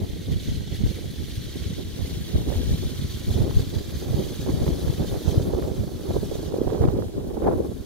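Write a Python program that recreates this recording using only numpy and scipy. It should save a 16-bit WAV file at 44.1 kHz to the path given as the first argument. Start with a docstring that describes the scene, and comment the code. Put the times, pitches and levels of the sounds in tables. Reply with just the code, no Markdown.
"""Dry leaves in an autumn park, some way off the microphone, on the ground and up in the trees.
A breeze stirs them: the nearer ones tick and scrape, the countless far ones merge into a hiss.
Right at the microphone the same wind tumbles over the two ports as a lumpy rumble and a flutter
that brightens with each gust, with dull puffs, crackles and one hollow blast.
Towards the end the leaves settle while the gusts at the microphone grow."""
import sys
import numpy as np
from scipy import signal
from scipy.fft import rfft, irfft, next_fast_len
from scipy.io import wavfile
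from scipy.ndimage import uniform_filter1d, map_coordinates

SR = 44100
rng = np.random.default_rng(int(sys.argv[2]) if len(sys.argv) > 2 else 0)


def write(x):
    x = np.atleast_2d(x).T
    wavfile.write(sys.argv[1], SR, np.round(np.clip(x, -1, 1) * 32767).astype(np.int16))


N = 346185
TIME = np.arange(N) / SR
FFT_SIZE = next_fast_len(N, True)
FREQS = np.maximum(np.fft.rfftfreq(FFT_SIZE, 1 / SR), 1)
CUTOFF_HZ = 15750

# Colours are relative levels per Hz; balance is left port minus right port.
# colour of the leaves from where the microphone stands: f/Hz, level/dB
LEAF_COLOUR = [(500, -22), (1100, -5.5), (1430, -7.5), (1620, -3), (1790, -5.5), (1960, -2.5), (2120, -6),
               (2300, -3), (2600, -6.5), (2820, -4.5), (3020, -0.5), (3280, 2.2), (3600, 1.8), (4250, 1.1),
               (4750, -1.4), (5300, -4.5), (6120, -2), (6900, -6.5), (7700, -8), (8300, -12), (9400, -7),
               (13000, -7.5), (15700, -9.5)]
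# how alike the rustle is at the two ports: f/Hz, likeness/0-1
LEAF_LIKENESS = [(800, 0.5), (1800, 0.7), (2600, 0.23), (3250, 0.73), (4000, 0.65), (5000, 0.3),
                 (6200, 0.46), (7800, 0.16), (11000, 0.28), (15500, 0.1)]
# the microphone body between the ports bends the sound: f/Hz, lead of the left port/rad
LEAF_PHASE = [(1100, 0.55), (2000, -0.042), (3500, -0.046), (6200, -0.11), (9000, -0.97), (13000, -1.3)]
# where the rustle sits between left and right: f/Hz, balance/dB
LEAF_BALANCE = [(1000, -1.5), (2800, 0), (3700, -2), (5200, 0.5), (7000, 0), (8400, 0.5), (12000, -0.5)]
# the loudest leaves are nearly on axis and twice swing out to the left: t/s, right port lag/us
LEAF_BEARING = [(0, 14), (0.8, 7.2), (1.7, 40), (2.25, 68), (2.6, 73), (3.05, 34), (3.8, 17), (4.3, 33),
                (5.7, 8.7), (6.2, 26), (7.0, 92), (7.85, 23)]
# the microphone turns slowly and the rustle changes colour: f/Hz, gain from start to end/dB
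TURN_COLOUR = [(1100, 19), (1750, -0.5), (2100, -7.5), (2500, -1.5), (3000, -1), (3600, -2), (4300, -0.5),
               (5300, 4), (7000, 2), (9000, 7)]
# the peaks and dips of the rustle slide as the microphone tilts and turns: t/s, shift/%
COLOUR_SHIFT = [(0, -0.5), (1.0, -2), (2.5, -2.5), (3.3, 0.14), (4.0, 2.5), (4.8, 0.96), (5.5, 2.4),
                (6.3, 0.4), (7.85, 0)]
# a surface close behind the microphone throws the rustle back: t/s, delay/us
NEAR_ECHO = [(0, 2850), (0.7, 2600), (1.6, 3700), (3.0, 2800), (4.0, 2480), (5.2, 2200), (7.85, 2700)]
# how hard the breeze stirs the leaves between flurries: t/s, rustle level/dB, sizzle level/dB
LEAF_STIR = [(0.0, -48, -49.5), (0.24, -48.7, -51.5), (0.66, -50, -54.5), (1.08, -48, -51.5),
             (1.46, -46.5, -50), (1.7, -45, -50.5), (1.83, -46.5, -50), (1.95, -49, -52.5),
             (2.05, -47, -49.5), (2.45, -46, -49.5), (2.6, -46, -49.5), (3.0, -44, -48.5),
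             (3.22, -46, -50.5), (3.5, -46.5, -51.5), (3.88, -46, -52), (4.05, -45.5, -50),
             (4.6, -45.5, -50), (5.36, -46, -51.5), (5.55, -51, -54.5), (5.8, -49.5, -54.5),
             (5.9, -51.5, -55), (6.1, -49.5, -54.5), (6.48, -50.5, -56), (6.56, -52.5, -56),
             (6.82, -52, -56.5), (7.1, -56, -60), (7.4, -57.5, -58.5), (7.85, -55.5, -60)]
# a patch of leaves lifts and settles: middle t/s, half length/s, rise/dB
FLURRIES = [(0.32, 0.024, 3.5), (0.504, 0.14, 6.5), (0.746, 0.046, 5.5), (0.897, 0.11, 5.5),
            (1.18, 0.049, 1), (1.354, 0.06, 3.5), (1.614, 0.11, 2), (2.045, 0.13, 3.5), (2.34, 0.07, 2),
            (2.554, 0.062, 3.5), (2.72, 0.072, 3.5), (2.886, 0.055, 1.4), (3.134, 0.055, 3.4),
            (3.343, 0.064, 4.5), (3.586, 0.04, 4.5), (3.755, 0.02, 4), (3.95, 0.03, 1), (4.223, 0.076, 0.5),
            (4.66, 0.05, 0.5), (5.304, 0.099, 2), (6.151, 0.045, 3), (6.33, 0.066, 4), (6.46, 0.032, 3)]
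# colour of the faint hiss behind the leaves: f/Hz, level/dB
HISS_COLOUR = [(1000, 13), (2600, 12.5), (3700, 13), (5300, -3), (6200, 10.5), (8400, 10), (15000, -14)]

# gusts reach the microphone: start t/s, length/s, relative airflow/dB, relative rumble/dB
GUSTS = [(0.0, 0.026, -29.5, -26.5), (0.287, 0.061, -43, -21.5), (0.475, 0.083, -54, -21.5),
         (0.675, 0.028, -40, -45), (0.795, 0.13, -41.5, -24.5), (0.953, 0.11, -39.5, -32),
         (1.188, 0.01, -57, -25), (1.595, 0.1, -65, -28), (1.772, 0.024, -39.5, -33),
         (1.972, 0.15, -39, -33.5), (2.322, 0.084, -32.5, -25), (2.457, 0.17, -33, -26.5),
         (2.665, 0.07, -34.5, -24.5), (2.8, 0.25, -42, -28), (3.273, 0.037, -34, -18.5),
         (3.348, 0.14, -29, -25), (3.557, 0.049, -33.5, -23.5), (3.713, 0.065, -35, -22),
         (4.023, 0.028, -30.5, -44), (4.09, 0.12, -31.5, -22.5), (4.469, 0.022, -24.5, -24),
         (4.532, 0.055, -34, -24), (4.578, 0.15, -32, -26.5), (4.835, 0.058, -30.5, -22),
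         (4.979, 0.054, -27, -19), (5.095, 0.034, -28, -35), (5.249, 0.13, -28.5, -24),
         (5.436, 0.25, -32.5, -32), (5.748, 0.092, -55, -26.5), (6.073, 0.095, -28.5, -28),
         (6.23, 0.12, -33.5, -33), (6.518, 0.12, -29.5, -30), (6.676, 0.11, -25.5, -26),
         (6.794, 0.087, -23.5, -23.5), (6.933, 0.071, -29.5, -23.5), (7.147, 0.03, -28.5, -25.5),
         (7.352, 0.3, -28.5, -32), (7.424, 0.083, -19, -29.5)]
# rumble of the ports between gusts: t/s, relative level/dB
LULL_RUMBLE = [(0, -28.5), (2.2, -31.5), (3.0, -29), (3.65, -31), (4.3, -28.5), (6.3, -29.5), (7.1, -30.5),
               (7.6, -31.5), (7.85, -34)]
# colour of the large eddies: f/Hz, level/dB
RUMBLE_COLOUR = [(20, -19), (35, -16), (60, -1.5), (92, -2.5), (125, -8), (165, -9.5), (220, -13),
                 (330, -27)]
# airflow over the ports between gusts: t/s, relative level/dB
LULL_AIRFLOW = [(0.0, -42), (1.4, -45.5), (2.6, -42), (3.65, -42), (4.42, -36.5), (4.78, -31), (5.07, -38),
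                (5.5, -28.5), (5.9, -36), (6.4, -33.5), (7.1, -38), (7.35, -29.5), (7.85, -41.5)]
# the side of the microphone that the airflow favours: t/s, balance/dB
WIND_SIDE = [(0, 2.5), (.6, -0.5), (2, -3.5), (3, 1), (3.9, -0.5), (4.4, -1), (5.4, -1), (6.3, -3.5),
             (7.0, -5), (7.25, 3), (7.85, 3)]
# colour of the small eddies: f/Hz, level/dB
FLUTTER_COLOUR = [(130, -10), (200, -1), (280, 5), (390, 3.5), (500, -4), (750, -16.5), (1050, -31.5),
                  (1500, -39), (2200, -49), (3600, -67)]
# the right port is more exposed to all but the lowest flutter: f/Hz, balance/dB
FLUTTER_BALANCE = [(220, 10.5), (400, -4.5), (650, -4.5), (1200, -15), (3000, -11)]
# small eddies gain most from a gust: f/Hz, response/dB per dB of airflow
GUST_RESPONSE = [(270, 0.6141), (450, 1.0471), (900, 1.1878)]
# the ports ring when the air hits them hard: f/Hz, width/Hz, relative level/dB
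PORT_MODES = [(327, 127, 11.5), (793, 120, 0.5), (1030, 135, -5.5), (1330, 400, -26.5)]
# brief puffs of air slap the ports: t/s, level/dB, balance/dB
PUFFS = [(0.225, -41, 0), (0.283, -32.5, -5), (0.49, -31, -2), (0.73, -40, -2), (0.866, -31, -1),
         (1.203, -34, 4), (1.562, -29.5, -3), (1.624, -53, -10), (1.717, -44, -18), (1.787, -28.5, -8),
         (1.848, -48, 7), (2.296, -33.5, -3), (2.353, -30, 4), (2.413, -32, -2), (2.484, -29, -7),
         (2.6, -31, -3), (2.833, -27, -7), (3.44, -36, -8), (3.475, -32, -9), (3.814, -30.5, -1),
         (4.203, -25, -10), (4.493, -27, -7), (4.616, -27, 0), (4.706, -28, -6), (5.381, -23.5, -8),
         (5.487, -47, 2), (6.039, -34, 6), (6.234, -26.5, -9.5), (6.322, -32.5, -10), (6.732, -25, -2),
         (6.855, -21, -1), (6.945, -22.5, 1), (7.181, -25, 6), (7.272, -32, -9), (7.378, -28.5, -6),
         (7.598, -27, 6), (7.652, -39, 2), (7.72, -31, -10)]
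# colour of a puff: f/Hz, level/dB
PUFF_COLOUR = [(100, -18), (250, 6.5), (400, 4.5), (500, -2.5), (750, -20), (1100, -29), (2200, -72),
               (6000, -75)]
# single eddies hit the ports, the large ones low and slow: t/s, relative level/dB, f/Hz, balance/dB
EDDIES = [(0.328, -10.5, 81, -2), (0.849, -7, 72, 12), (1.38, -10.5, 98, 3.5), (1.571, -14.5, 162, -2),
          (2.357, -15, 160, 10), (2.36, -4, 74, 4), (2.471, -24, 280, -8), (2.563, -10, 74.5, -5),
          (2.715, -6, 94, 3), (2.734, -10, 67.7, -4), (2.747, -7, 141, -5), (2.862, -12, 84, 1),
          (3.313, -11, 82, -10), (3.407, -2, 92, -8), (3.42, -2, 166, -4), (3.572, 0.5, 74, 9),
          (3.603, -6, 90, 5), (4.12, -12, 99, -11), (4.192, -11, 151, 16), (4.621, -12, 92, -8),
          (4.679, -11.5, 487, -13), (4.69, -5.5, 155, 4.5), (4.719, -15, 71, 9), (4.901, -11, 103, 21),
          (5.008, -23, 125, -3), (5.038, -18, 200, 0), (5.144, -16.5, 78, 5), (5.38, 2, 104, 1),
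          (5.4, -11, 450, 4), (5.549, -9.5, 68.5, 2), (5.623, -16, 453, -3), (5.756, -22, 150, -5),
          (6.115, -17, 301, 0), (6.356, -15, 493, -11), (6.542, -11.5, 390, 12), (6.587, -5, 377, 1),
          (6.617, -1.5, 360, -5.5), (6.671, -6, 75.5, -3), (6.725, -12, 440, 0), (6.811, -4, 107, -3),
          (6.842, -7, 100, 14), (6.886, -7.5, 109, 14), (6.989, -4, 340, -1), (7.185, -13, 172, -8),
          (7.5, -18, 92, 1), (7.605, -3, 436, 0)]
# the fastest air tears at the ports: t/s, level/dB, balance/dB
CRACKLES = [(2.488, -39, -9), (2.503, -34, -9), (2.555, -36, -10), (3.51, -32, -5), (4.492, -33, -7),
            (4.499, -32, -7), (4.679, -29, -12), (4.883, -31, -6), (5.401, -35, 3), (5.625, -30, -4),
            (6.114, -34, -6), (6.703, -35, -13), (6.713, -36, -14), (6.743, -37, -8), (6.776, -38, -5),
            (6.82, -34, -15), (6.831, -35, -9), (6.853, -29, -15), (6.887, -30, -16), (6.976, -40, -9),
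            (7.024, -33, -10), (7.084, -40, -6), (7.303, -40, 5), (7.413, -49, -4), (7.436, -39, -6),
            (7.449, -36, -8), (7.474, -30, 3), (7.525, -47, -3)]
# colour of a crackle: f/Hz, level/dB
CRACKLE_COLOUR = [(200, -8), (700, 8), (1500, -9.5), (2500, -15.5), (3800, -21), (6000, -34), (12000, -55)]
# the hardest gust blows across the ports: t/s, level/dB, balance/dB
BLAST = [(7.477, -20.5, 2)]
# colour of the blast: f/Hz, level/dB
BLAST_COLOUR = [(300, -7), (550, -7), (790, 9.5), (1000, 0), (1150, -14), (1700, -14), (2400, -36.5),
                (4000, -52), (8000, -68)]


def from_db(db):
    """Decibels to gain."""
    return np.exp(np.asarray(db) * (np.log(10) / 20))


def unit_rms(x):
    """Scale to unit rms."""
    return x / np.sqrt(np.mean(x ** 2) + 1e-20)


def in_time(rows):
    """Each column of a time table at every sample."""
    times, *columns = np.transpose(rows)
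    return [np.interp(TIME, times, column) for column in columns]


def in_frequency(rows):
    """A frequency table at every bin, read on a log axis."""
    hz, values = np.transpose(rows)
    return np.interp(np.log(FREQS), np.log(hz), values)


def pan(balance_db):
    """Split a balance into dB for the left and the right port."""
    return balance_db * np.array([[.5], [-.5]])


def drift(rate):
    """A smooth random curve of unit rms, changing about `rate` times a second."""
    step, run_in = 20, 4000
    pole = np.exp(-2 * np.pi * step * rate / SR)
    noise = rng.standard_normal(N // step + run_in + 2)
    slow = signal.lfilter([1], [1, -2 * pole, pole * pole], noise)[run_in:]
    return np.interp(np.arange(N) / step, np.arange(len(slow)), unit_rms(slow))


def port_drift(rate):
    """A separate drift for each port."""
    return np.array([drift(rate), drift(rate)])


def filtered(x, gain):
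    """Apply a gain per frequency."""
    spectrum = rfft(x.astype(np.float32), FFT_SIZE) * gain
    return irfft(spectrum.astype(np.complex64), FFT_SIZE)[..., :N]


def port_noise(gain):
    """Separate coloured noise for each port."""
    return filtered(rng.standard_normal((2, N)), gain)


def leaf_ticks(unevenness=1.5, t60_s=0.054, count=10000, tick_samples=440):
    """Leaf edges touch at random moments; each touch rings briefly at that leaf's own pitch."""
    when, pitch, strength, phase = rng.random((4, count, 1), dtype=np.float32)
    hz = 1300 + 14000 * pitch ** 1.3
    age = np.arange(tick_samples, dtype=np.float32) / SR
    height = from_db(-unevenness * np.log(strength + .02))   # a few touches stand out
    ticks = height * np.exp(-np.log(1000) * age / t60_s) * np.sin(2 * np.pi * (hz * age + phase))
    samples = (when * N).astype(int) + np.arange(tick_samples)
    return unit_rms(np.bincount(samples.ravel(), ticks.ravel(), N)[:N])


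def lagged(x, lag_us):
    """Delay by a time that changes slowly."""
    return map_coordinates(x, [np.arange(N) - lag_us * 1e-6 * SR], order=3, mode="mirror")


def at_ports(left, unrelated):
    """The right port hears part of what the left does, shifted by the body and the leaves' bearing."""
    likeness = np.clip(in_frequency(LEAF_LIKENESS), 0, 1)
    shared = filtered(left, likeness * np.exp(-1j * in_frequency(LEAF_PHASE)))
    right = shared + filtered(unrelated, np.sqrt(1 - likeness ** 2))
    lag_us, = in_time(LEAF_BEARING)
    return np.array([left, lagged(right, lag_us)])


def microphone_turn(rustle):
    """As the microphone turns, one colour fades into another and the peaks and dips slide together."""
    change_db = in_frequency(TURN_COLOUR)
    start, end = filtered(rustle, from_db(-change_db / 2)), filtered(rustle, from_db(change_db / 2))
    progress = TIME / TIME[-1]
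    turned = (1 - progress) * start + progress * end
    shift_percent, = in_time(COLOUR_SHIFT)
    ahead_us = np.cumsum(shift_percent / 100) / SR * 1e6
    return np.array([lagged(port, -ahead_us) for port in turned])


def near_echo(rustle, level_db=-18):
    """One faint reflection from just behind the microphone combs the rustle with fine ripples."""
    delay_us, = in_time(NEAR_ECHO)
    echo = np.array([np.interp(TIME - delay_us / 1e6, TIME, port) for port in rustle])
    return rustle + from_db(level_db) * echo


def leaf_levels(usual_crowns_db=-56, usual_rustle_db=-48, crowns_follow=0.99, flurry_share=0.81):
    """Flurries ride on the slow stirring: dB of the dull tree crowns, the rustle and the crisp sizzle."""
    rustle_db, sizzle_db = in_time(LEAF_STIR)
    crowns_db = usual_crowns_db + crowns_follow * (rustle_db - usual_rustle_db)
    lift_db = sum(db * np.exp(-((TIME - s) / half_length) ** 2) for s, half_length, db in FLURRIES)
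    return crowns_db + flurry_share * lift_db, rustle_db + lift_db, sizzle_db + flurry_share * lift_db


def leaves(near_db=-4.0, patchy_db=0.74, shiver_db=0.87, band_edges_hz=(2600, 8300)):
    """Near leaves tick over the smooth hiss of far ones, all swelling in small flurries."""
    near = from_db(near_db) * np.array([leaf_ticks(), leaf_ticks()])
    far = rng.standard_normal((2, N))
    colour = from_db(in_frequency(LEAF_COLOUR) + pan(in_frequency(LEAF_BALANCE)))
    rustle = filtered(at_ports(*(near + far)), colour)
    rustle = near_echo(microphone_turn(rustle))
    shared_db = shiver_db * drift(rate=38)
    crowns, below_sizzle = (1 / (1 + (FREQS / edge) ** 20) for edge in band_edges_hz)
    out = 0
    for band, level_db in zip([crowns, below_sizzle - crowns, 1 - below_sizzle], leaf_levels()):
        swell = from_db(level_db + shared_db + patchy_db * port_drift(rate=15))
        out += unit_rms(filtered(rustle, band)) * swell
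    return out


def faint_hiss(level_db=-59.0):
    """An even background hiss that stays when the leaves settle."""
    colour = from_db(in_frequency(HISS_COLOUR)) * (FREQS < CUTOFF_HZ)
    return from_db(level_db) * unit_rms(port_noise(colour))


def gust_level(lull, peaks_db, attack_s=0.043, release_s=0.041):
    """Each gust rises, holds and dies away on top of the breeze; the sum in dB."""
    lull_db, = in_time(lull)
    power = from_db(lull_db) ** 2
    for (start, length, *_), peak_db in zip(GUSTS, peaks_db):
        span = (TIME > start - attack_s) & (TIME < start + length + 10 * release_s)
        age = TIME[span] - start
        attack = np.clip(age / attack_s + .5, 0, 1)
        release = np.exp(-np.maximum(age - length, 0) / release_s)
        power[span] += (from_db(peak_db) * attack * release) ** 2
    return 10 * np.log10(power)


def rumble(gain_db=-1.5, balance_db=-1.5, lumps_db=6.0, lump_limit=1.7, steadiness=0.3, wander_db=0.76):
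    """Large eddies press on each microphone port in uneven lumps."""
    swell_db = gust_level(LULL_RUMBLE, [rumble_db for *_, rumble_db in GUSTS])
    swell_db = swell_db + wander_db * port_drift(rate=4)
    passband = FREQS / (FREQS + 8) / (1 + (FREQS / 450) ** 4)
    air = port_noise(from_db(in_frequency(RUMBLE_COLOUR)) * passband)
    # eddies of like strength follow one another
    air = air / uniform_filter1d(air ** 2, size=2600) ** (steadiness / 2)
    lumps = from_db(lumps_db * np.minimum(port_drift(rate=35.6), lump_limit))
    return from_db(swell_db + gain_db + pan(balance_db)) * unit_rms(air * lumps)


def airflow(mean_gust_db=-35, swirl_db=1.56, rasp_db=4.0):
    """The turbulent flow over each port, in dB above a mean gust."""
    gust_db = gust_level(LULL_AIRFLOW, [airflow_db for _, _, airflow_db, _ in GUSTS])
    side_db, = in_time(WIND_SIDE)
    turbulence_db = swirl_db * port_drift(rate=19) + rasp_db * np.minimum(port_drift(rate=115), 2)
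    return gust_db - mean_gust_db + pan(side_db) + turbulence_db


def port_ring(airflow_db, gain_db=-19.0, response=1.33):
    """The hollow ring of the ports comes out only in the hardest gusts."""
    modes = sum(from_db(db) / (1 + ((FREQS - hz) / width) ** 2) ** 2 for hz, width, db in PORT_MODES)
    return unit_rms(port_noise(modes)) * from_db(gain_db + response * airflow_db)


def flutter(gain_db=-36.5):
    """Small eddies right on the microphone: faster air is both louder and brighter."""
    airflow_db = airflow()
    colour = from_db(in_frequency(FLUTTER_COLOUR) + pan(in_frequency(FLUTTER_BALANCE)))
    passband = 1 / (1 + (FREQS / 4500) ** 4) / (1 + (90 / FREQS) ** 2)
    air = unit_rms(port_noise(colour * passband))
    buffets = 0
    for centre_hz, response in GUST_RESPONSE:
        band = in_frequency([(hz, hz == centre_hz) for hz, _ in GUST_RESPONSE])   # bands sum to one
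        buffets += filtered(air, band) * from_db(response * airflow_db)
    return from_db(gain_db) * (buffets + port_ring(airflow_db))


def bursts(rows, colour, half_length_s):
    """Short swells of coloured turbulence at the ports, one for each row."""
    air = port_noise(from_db(in_frequency(colour)))
    air = air / np.sqrt(uniform_filter1d(air ** 2, size=900) + 1e-20)   # of even strength
    swells = np.zeros((2, N))
    for s, db, balance_db in rows:
        span = np.abs(TIME - s) < 4 * half_length_s
        envelope = np.exp(-((TIME[span] - s) / half_length_s) ** 2)
        swells[:, span] += from_db(db + pan(balance_db)) * envelope
    return air * swells


def puffs():
    """Each puff is a dull, hollow flap of air against the microphone."""
    return bursts(PUFFS, PUFF_COLOUR, half_length_s=0.0077)


def eddies(gain_db=-7.5, half_length_cycles=0.52, shortest_half_s=0.0018):
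    """A single eddy is a pressure wave of a cycle or two that meets each port in a phase of its own."""
    out = np.zeros((2, N))
    for (s, peak_db, hz, balance_db), phase in zip(EDDIES, rng.random((len(EDDIES), 2, 1))):
        half_length = max(half_length_cycles / hz, shortest_half_s)   # the ports keep small ones ringing
        span = np.abs(TIME - s) < 4 * half_length
        t = TIME[span] - s
        wave = np.exp(-(t / half_length) ** 2) * np.cos(2 * np.pi * (hz * t + phase))
        out[:, span] += from_db(gain_db + peak_db + pan(balance_db)) * wave
    return out


def crackles():
    """Fast air tears at the ports in a few milliseconds of bright turbulence."""
    return bursts(CRACKLES, CRACKLE_COLOUR, half_length_s=0.0012)


def blast():
    """In the hardest gust the ports sound briefly like a blown pipe."""
    return bursts(BLAST, BLAST_COLOUR, half_length_s=0.0095)


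def scene():
    """Leaves in the distance, wind right on the microphone."""
    return leaves() + faint_hiss() + rumble() + flutter() + eddies() + puffs() + crackles() + blast()


def record(dry):
    """The top of the microphone signal is cut steeply."""
    return filtered(dry, 1 / np.sqrt(1 + (FREQS / CUTOFF_HZ) ** 400))


dry = scene()
out = record(dry)
write(out)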